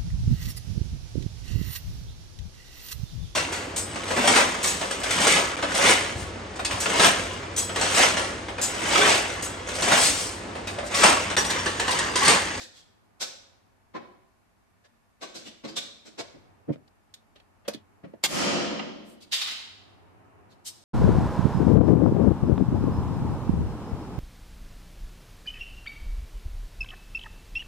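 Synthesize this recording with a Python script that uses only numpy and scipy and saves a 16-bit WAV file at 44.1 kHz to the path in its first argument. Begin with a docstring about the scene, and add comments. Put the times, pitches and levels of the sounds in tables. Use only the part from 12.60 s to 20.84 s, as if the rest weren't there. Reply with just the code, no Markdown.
"""A hand rivet tool is squeezed until the rivet's mandrel snaps with a hard metallic crack.
Leading up to it, the rivet scrapes through a bracket on an aluminium bar, and the tool is fitted over it
and knocks on the workbench. Bench and hall answer the snap with a swelling rumble, then small steel parts
rattle over a quiet room. Every contact is a burst of micro-impacts ringing the metal's resonances."""
import sys
import numpy as np
from scipy import signal
from scipy.fft import rfft, irfft, next_fast_len
from scipy.io import wavfile
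from scipy.ndimage import uniform_filter1d, map_coordinates

SR = 44100
rng = np.random.default_rng(int(sys.argv[2]) if len(sys.argv) > 2 else 0)


def unload_audio(sound):
    """Save the sound as a 16-bit wav file, at the path given as the first command line argument."""
    columns = np.transpose(np.atleast_2d(sound))
    # keep every value between -1 and 1, then stretch to whole-number steps
    steps = np.round(np.clip(columns, -1, 1) * 32767)
    wavfile.write(sys.argv[1], SR, steps.astype(np.int16))


N = 363384

# Room tone and its dull wash. Each row: frequency in Hz, relative level in dB.
ROOM_SPECTRUM = [(15, -42), (25, -11), (58, -1.5), (87, -13), (164, -9.5), (237, -7.5), (286, -22.5),
                 (372, -21.5), (554, -17), (632, -16.5), (2440, -23), (2940, -29), (12900, -34.5),
                 (14000, -49.5)]
WASH_SPECTRUM = [(24, -63.5), (40, -36), (92, 6.5), (129, -12), (158, -6), (343, -7.5), (419, -7.5),
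                 (458, -12), (817, -8.5), (3000, -27.5), (3900, -59), (6600, -120)]
# The fader ride on the wash. Each row: time in seconds, level in dB.
WASH_RIDE = [(0, -65.5), (1.1, -66), (1.9, -69.5), (3.0, -71.5), (3.899, -60), (4.4, -66.5), (5.3, -62),
             (6.8, -67), (7.302, -56.5), (7.8, -55.5), (8.24, -61)]

# Contact cues, each a dull thud through the bench plus a ring of metal. Each row: time in seconds,
# half length in seconds, thud in dB, ring in dB, brightness in dB per octave, hall tail in dB,
# favoured mode in Hz.
STEEL_RATTLES = [(4.28, 0.0023, -62, -60.0, 0, -31, 3300.0), (4.542, 0.0019, -71.0, -39, 3.0, -17.5, 3530),
                 (6.197, 0.0042, -59, -38, -13, -13, 2840), (6.5, 0.035, -69.5, -70, 17.5, -14, 8050),
                 (6.626, 0.015, -74, -51, 3, -10.5, 3380), (6.737, 0.013, -67, -22.5, 1.0, -3.5, 3600),
                 (6.82, 0.0071, -70.0, -27.5, -1.5, -4.5, 3730), (6.88, 0.011, -79.0, -35, -2.0, 0.5, 2970),
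                 (6.914, 0.009, -58.5, -38, -3, -5, 4024), (7.92, 0.017, -57.5, -62, 2.0, -11.5, 4150),
                 (8.076, 0.017, -68, -36, 7.0, -13.5, 8300)]
BAR_SCRAPES = [(.018, 0.03, -58.5, -40, 1.5, -4, 1760), (.18, 0.031, -83, -54, 3.5, -4, 3350),
               (.624, .014, -50.5, -25.5, 2.5, -7.5, 540), (1.361, .014, -38, -46, -10.5, -8, 1040),
               (2.255, 0.011, -85, -59.5, -4, -15, 1770), (2.633, .015, -47.5, -36.5, -2, -5.5, 540),
               (2.762, .014, -45.5, -38.5, 1.5, -3, 335), (2.872, 0.016, -47.5, -43, 0.5, -6.5, 2900),
               (3.053, .011, -36, -40.5, -4.5, -6, 330), (3.09, .012, -60.5, -44, -1, -5, 4730),
               (3.177, .012, -43, -27.5, 2, -8, 3700), (3.472, .016, -50.5, -47.5, 0.5, -5, 332),
               (3.6, 0.014, -42, -32.5, -2.5, -11.5, 486), (3.76, .015, -44, -86, 0, -8, 342)]
TOOL_KNOCKS = [(4.099, 0.013, -22.5, -77, -1, -13.5, 415), (4.134, .01, -39, -59, -1.5, -22, 2240),
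               (4.159, 0.0014, -44.5, -58, -7, -18, 183), (4.763, 0.0053, -56, -61, -2.5, -6.5, 3150),
               (4.802, 0.0025, -72, -62, -3, -17, 3200), (5.058, .008, -71, -67.5, -8.5, -2.5, 3220),
               (5.084, .0034, -27.5, -27.5, 2.5, -8.5, 643), (5.138, 0.0036, -54, -47, 2, -19, 4300),
               (5.148, 0.0035, -28, -46, 1.5, -8.5, 3360), (5.447, 0.0093, -32.5, -66, -7, -6.5, 2260),
               (5.539, 0.0027, -36.5, -67, -9.5, -6.5, 590)]
# The resonances of each metal part. Each row: frequency in Hz, width in Hz, lift in dB.
STEEL_MODES = [(3070, 120, 5.6), (3270, 82, 2.9), (3780, 90, 7), (4400, 150, 2.2), (4810, 96, 5.3),
               (5280, 64, 5.3), (6980, 380, 4.8), (8740, 2000, 5.6), (12040, 290, 11.5), (13100, 120, 2.1)]
BAR_MODES = [(230, 13, 10.5), (316, 64, 11), (568, 115, 10.5), (685, 23, 8.5), (1150, 110, 2),
             (1483, 230, 2.5), (1762, 360, 1), (2223, 170, 2.5), (3570, 180, 4), (4140, 200, 4),
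             (4690, 137, 3.5), (5570, 600, 6.5), (6230, 340, 6.5), (7660, 800, 7.5)]
TOOL_MODES = [(316, 63, 9.2), (580, 150, 17), (1830, 140, 6.7), (2500, 120, 5.6), (3180, 140, 4.5),
              (4240, 96, 2.5)]
JAW_MODES = [(2250, 410, 8.9), (3290, 190, 10), (4600, 490, 6), (5800, 280, 2.3), (7150, 700, 11),
             (8450, 350, 9.2), (12200, 560, 7.3)]
# The edges in Hz of five EQ bands, then the body of the snap as a gain in dB for each band.
BAND_EDGES = [110, 400, 1200, 2500, 7000, 14000]
SNAP_EQ = [-39, -31.5, -28, -17.5, -29]
# Voicing for each kind of contact: ring colour per band, the thud's fall per octave, the favoured mode's
# lift and Q, the lift of the bands around it, and the hall tail's decay in seconds.
RATTLE_TONE = dict(ring_eq_db=[-43, -23, -13, 0, -13.5], thud_fall_db=8,
                   mode_db=7.5, mode_q=16, around_db=2.5, t60=0.87)
SCRAPE_TONE = dict(ring_eq_db=[-29.5, -9.5, -11.5, -0.5, -14.5], thud_fall_db=10,
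                   mode_db=13, mode_q=13, around_db=2.5, t60=0.7)
KNOCK_TONE = dict(ring_eq_db=[-28, -4.5, -6, -1, -11], thud_fall_db=11.5,
                  mode_db=8.5, mode_q=5.9, around_db=9, t60=0.32)

# The rumble's colour. Each row: frequency in Hz, relative level in dB.
RUMBLE_SPECTRUM = [(40, -29.5), (85, -13.5), (130, -10.5), (225, -1.5), (300, -1), (420, -8.5), (510, -3.5),
                   (650, -7.5), (1700, -12), (2800, -13), (3100, -8.5), (3600, -17.5), (5200, -13),
                   (7000, -18.5), (12500, -34), (15000, -45)]
# How long the rumble hangs. Each row: frequency in Hz, 60 dB decay time in seconds.
RUMBLE_DECAY = [(80, 0.38), (220, 0.89), (600, 0.75), (1500, 0.68), (3500, 0.72), (7000, 0.56),
                (12000, 0.32)]
# Bench and bar ringing on inside the rumble. Each row: frequency in Hz, relative level in dB.
BENCH_TONES = [(167, -44), (211, -37), (233, -42), (281, -42), (354, -40.5), (489, -38.5), (565, -43),
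               (683, -43.5), (1243, -47.5), (1362, -49), (2206, -49.5), (3010, -50.5), (3080, -53)]

SNAP_S = 5.6378  # the mandrel breaks


def amp(db):
    """Decibels to gain."""
    return 10 ** (np.asarray(db) / 20)


def unit(x):
    """x scaled to rms 1."""
    return x / np.sqrt(np.mean(x ** 2) + 1e-20)


def along(points, hz):
    """Read a curve of (Hz, value) points on a log frequency axis."""
    freqs, values = np.transpose(points)
    return np.interp(np.log(hz + 1), np.log(freqs + 1), values)


def placed(sound, start_s):
    """A full-length stereo track with the sound dropped in at start_s."""
    track = np.zeros((2, N))
    start = round(start_s * SR)
    part = sound[:, max(-start, 0):N - start]
    track[:, max(start, 0):][:, :part.shape[1]] += part
    return track


def filtered(x, gain):
    """EQ x with the curve gain(Hz)."""
    n = x.shape[-1]
    size = next_fast_len(n + SR // 4)
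    return irfft(rfft(x, size) * gain(np.fft.rfftfreq(size, 1 / SR)), size)[..., :n]


def faded(x, envelope):
    """Fade each frequency of x along its own envelope(Hz, seconds)."""
    hz, t, frames = signal.stft(x, SR, nperseg=256)
    return signal.istft(frames * envelope(hz[:, None], t), SR, nperseg=256)[1][:, :x.shape[1]]


def ripple(hz, depth_db, spacing_hz):
    """Gain of many weak, closely spaced resonances."""
    knots = rng.standard_normal(4096)
    return amp(depth_db * map_coordinates(knots, [hz / spacing_hz], mode="wrap"))


def diffuse_noise(spectrum, n):
    """Wide stereo noise of rms 1, coloured by the room's many modes."""
    colour = lambda hz: amp(along(spectrum, hz)) * ripple(hz, depth_db=2, spacing_hz=24.88)
    return unit(filtered(rng.standard_normal((2, n)), colour))


def room_tone(air_db=-68):
    """The bed: steady workshop air, and a dull wash that slowly comes and goes."""
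    wash_db = np.interp(np.arange(N) / SR, *np.transpose(WASH_RIDE))
    air = amp(air_db) * diffuse_noise(ROOM_SPECTRUM, N)
    return air + amp(wash_db) * diffuse_noise(WASH_SPECTRUM, N)


def chatter(n, correlation=0):
    """Grit: dense micro-impacts of uneven size, fully wide at correlation 0 and mono at 1."""
    mid, side = rng.standard_normal((2, n))
    roughness = unit(uniform_filter1d(rng.standard_normal(n), size=40))
    spread = np.arccos(correlation) / 2
    mid, side = np.cos(spread) * mid, np.sin(spread) * side
    return unit(amp(1.2 * roughness)) * np.array([mid + side, mid - side])


def resonate(force, modes, eq_db, low_hz, high_hz):
    """A white force rings an object's modes, shaped band by band and rolled off at both ends."""
    size = 2 * next_fast_len(force.shape[1] * 2 // 3)
    hz = np.fft.rfftfreq(size, 1 / SR)
    peaks = sum((amp(db) ** 2 - 1) / (1 + (2 * (hz - f) / width) ** 2) for f, width, db in modes)
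    power = (1 + peaks) * ripple(hz, depth_db=3, spacing_hz=47.73) ** 2
    trims = []
    for low, high, db in zip(BAND_EDGES, BAND_EDGES[1:], eq_db):
        band_power = power[(hz > low) & (hz < high)].sum() / len(hz)
        trims.append((np.sqrt(low * high), db - 10 * np.log10(band_power)))
    rolloff = (1 + (low_hz / (hz + 1)) ** 6) * (1 + (hz / high_hz) ** 8)
    gain = amp(along(trims, hz)) * np.sqrt(power / rolloff)
    # minimum phase: the ringing follows the force
    cepstrum = irfft(np.log(gain + 1e-9))
    cepstrum[1:size // 2] *= 2
    cepstrum[size // 2 + 1:] = 0
    return irfft(rfft(force, size) * np.exp(rfft(cepstrum)), size)[:, :force.shape[1]]


def contact_eq(thud_db, ring_db, bright_db, mode_hz, tone, pivot_hz=4050, tilt_from_hz=1120):
    """Band gains in dB: a bassy thud, a ring tilted by brightness, a bump around the favoured mode."""
    hz = np.sqrt(np.multiply(BAND_EDGES[:-1], BAND_EDGES[1:]))
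    thud = amp(thud_db - tone["thud_fall_db"] * np.log2(hz / hz[0]))
    tilt_db = bright_db * np.log2(np.maximum(hz, tilt_from_hz) / pivot_hz)
    ring = amp(ring_db + tilt_db + tone["ring_eq_db"])
    bump_db = tone["around_db"] * np.exp(-np.log2(hz / mode_hz) ** 2)
    return 20 * np.log10(np.hypot(thud, ring)) + bump_db


def contacts(cues, tone, modes, damping_hz, low_hz, high_hz, lead_s=0.08, full_slide_s=0.0067):
    """Each contact swells and fades as the surfaces slide, then dies away in the hall, treble first."""
    out = np.zeros((2, N))
    t = np.arange(SR) / SR - lead_s
    for at_s, half_s, thud_db, ring_db, bright_db, tail_db, mode_hz in cues:
        bite = (1 + np.tanh(2 * (t / half_s + np.sqrt(2)))) / 2  # the surfaces meet
        slide = chatter(SR) * bite * np.exp(-0.5 * (t / half_s) ** 2)
        t60 = tone["t60"] * min(half_s / full_slide_s, 1)  # quick taps die sooner
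        decay = lambda hz, s: amp(-60 * np.maximum(s - lead_s, 0) / t60 * np.hypot(1, hz / damping_hz))
        tail = faded(rng.standard_normal((2, SR)), decay) * bite * (1 + np.tanh(t / half_s)) / 2
        favoured = (mode_hz, mode_hz / tone["mode_q"], tone["mode_db"])  # set by the point of contact
        eq_db = contact_eq(thud_db, ring_db, bright_db, mode_hz, tone)
        hit = resonate(slide + amp(tail_db) * tail, [*modes, favoured], eq_db, low_hz, high_hz)
        out += placed(hit, at_s - lead_s)
    return out


def steel_rattles():
    """Jaws, spring and loose mandrel clink with a thin, bright ring."""
    return contacts(STEEL_RATTLES, RATTLE_TONE, STEEL_MODES, damping_hz=8500, low_hz=110, high_hz=11000)


def bar_scrapes():
    """Rivet, bracket and tool nose slide against the aluminium bar and set it ringing."""
    return contacts(BAR_SCRAPES, SCRAPE_TONE, BAR_MODES, damping_hz=8500, low_hz=125, high_hz=10200)


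def tool_knocks():
    """The tool bumps the bench and its handles take up their play."""
    return contacts(TOOL_KNOCKS, KNOCK_TONE, TOOL_MODES, damping_hz=9000, low_hz=155, high_hz=12000)


def hall_rumble(echo_db=-25.5, bench_trim_db=0.5, build=2.17, predelay_s=0.004):
    """After the snap, echoes pile up and fade while bench and bar ring on; low mids hang longest."""
    t = np.arange(3 * SR // 2) / SR

    def swell(hz, s):
        crest_s = build * along(RUMBLE_DECAY, hz) / np.log(1000)
        return (s / crest_s * np.exp(1 - s / crest_s)) ** build

    rumble = amp(echo_db) * faded(diffuse_noise(RUMBLE_SPECTRUM, len(t)), swell)
    for hz, db in BENCH_TONES:
        # close pairs of modes make the phase drift
        drift = np.array([map_coordinates(rng.standard_normal(40), [t * 9]) for _ in range(2)])
        phase = 2 * np.pi * (hz * t + rng.random((2, 1))) + 0.59 * drift
        rumble += amp(db + bench_trim_db) * unit(np.sin(phase)) * swell(hz, t)
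    return placed(rumble, SNAP_S + predelay_s)


def mandrel_snap(slip_db=-14, slip_s=0.01, crack_db=4, crack_t60=0.035,
                 recoil_s=0.026, recoil_t60=0.3, tail_db=-17, tail_t60=0.51):
    """The jaws slip, the mandrel cracks apart, and the tool recoils, chattering till the handles close."""
    t = np.arange(SR // 2) / SR
    slip_n = round(slip_s * SR)
    slip = amp(slip_db) * np.linspace(0, 1, slip_n) ** 2 * chatter(slip_n, correlation=0.3)
    crack = amp(crack_db - 60 * t / crack_t60) * chatter(len(t), correlation=0.75)
    choke = 1 / np.sqrt(1 + (t / recoil_s) ** 12)  # the handles close
    recoil = amp(-60 * t / recoil_t60) * choke * chatter(len(t), correlation=0.3)
    tail = amp(tail_db - 60 * t / tail_t60) * rng.standard_normal((2, len(t)))
    force = np.hstack([slip, crack + recoil + tail])
    return placed(resonate(force, JAW_MODES, SNAP_EQ, low_hz=110, high_hz=13700), SNAP_S - slip_s)


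def scene():
    """The mix: room tone underneath, the handling of the parts, then the rumble and the snap on top."""
    return room_tone() + steel_rattles() + bar_scrapes() + tool_knocks() + hall_rumble() + mandrel_snap()


def record(dry, ceiling=0.47, top_hz=15300):
    """A soft clip rounds the loudest peaks, and a steep low-pass takes off the very top."""
    rounded = dry / (1 + np.abs(dry / ceiling) ** 4) ** (1 / 4)
    return filtered(rounded, lambda hz: 1 / np.sqrt(1 + (hz / top_hz) ** 120))


dry = scene()
out = record(dry)
unload_audio(out)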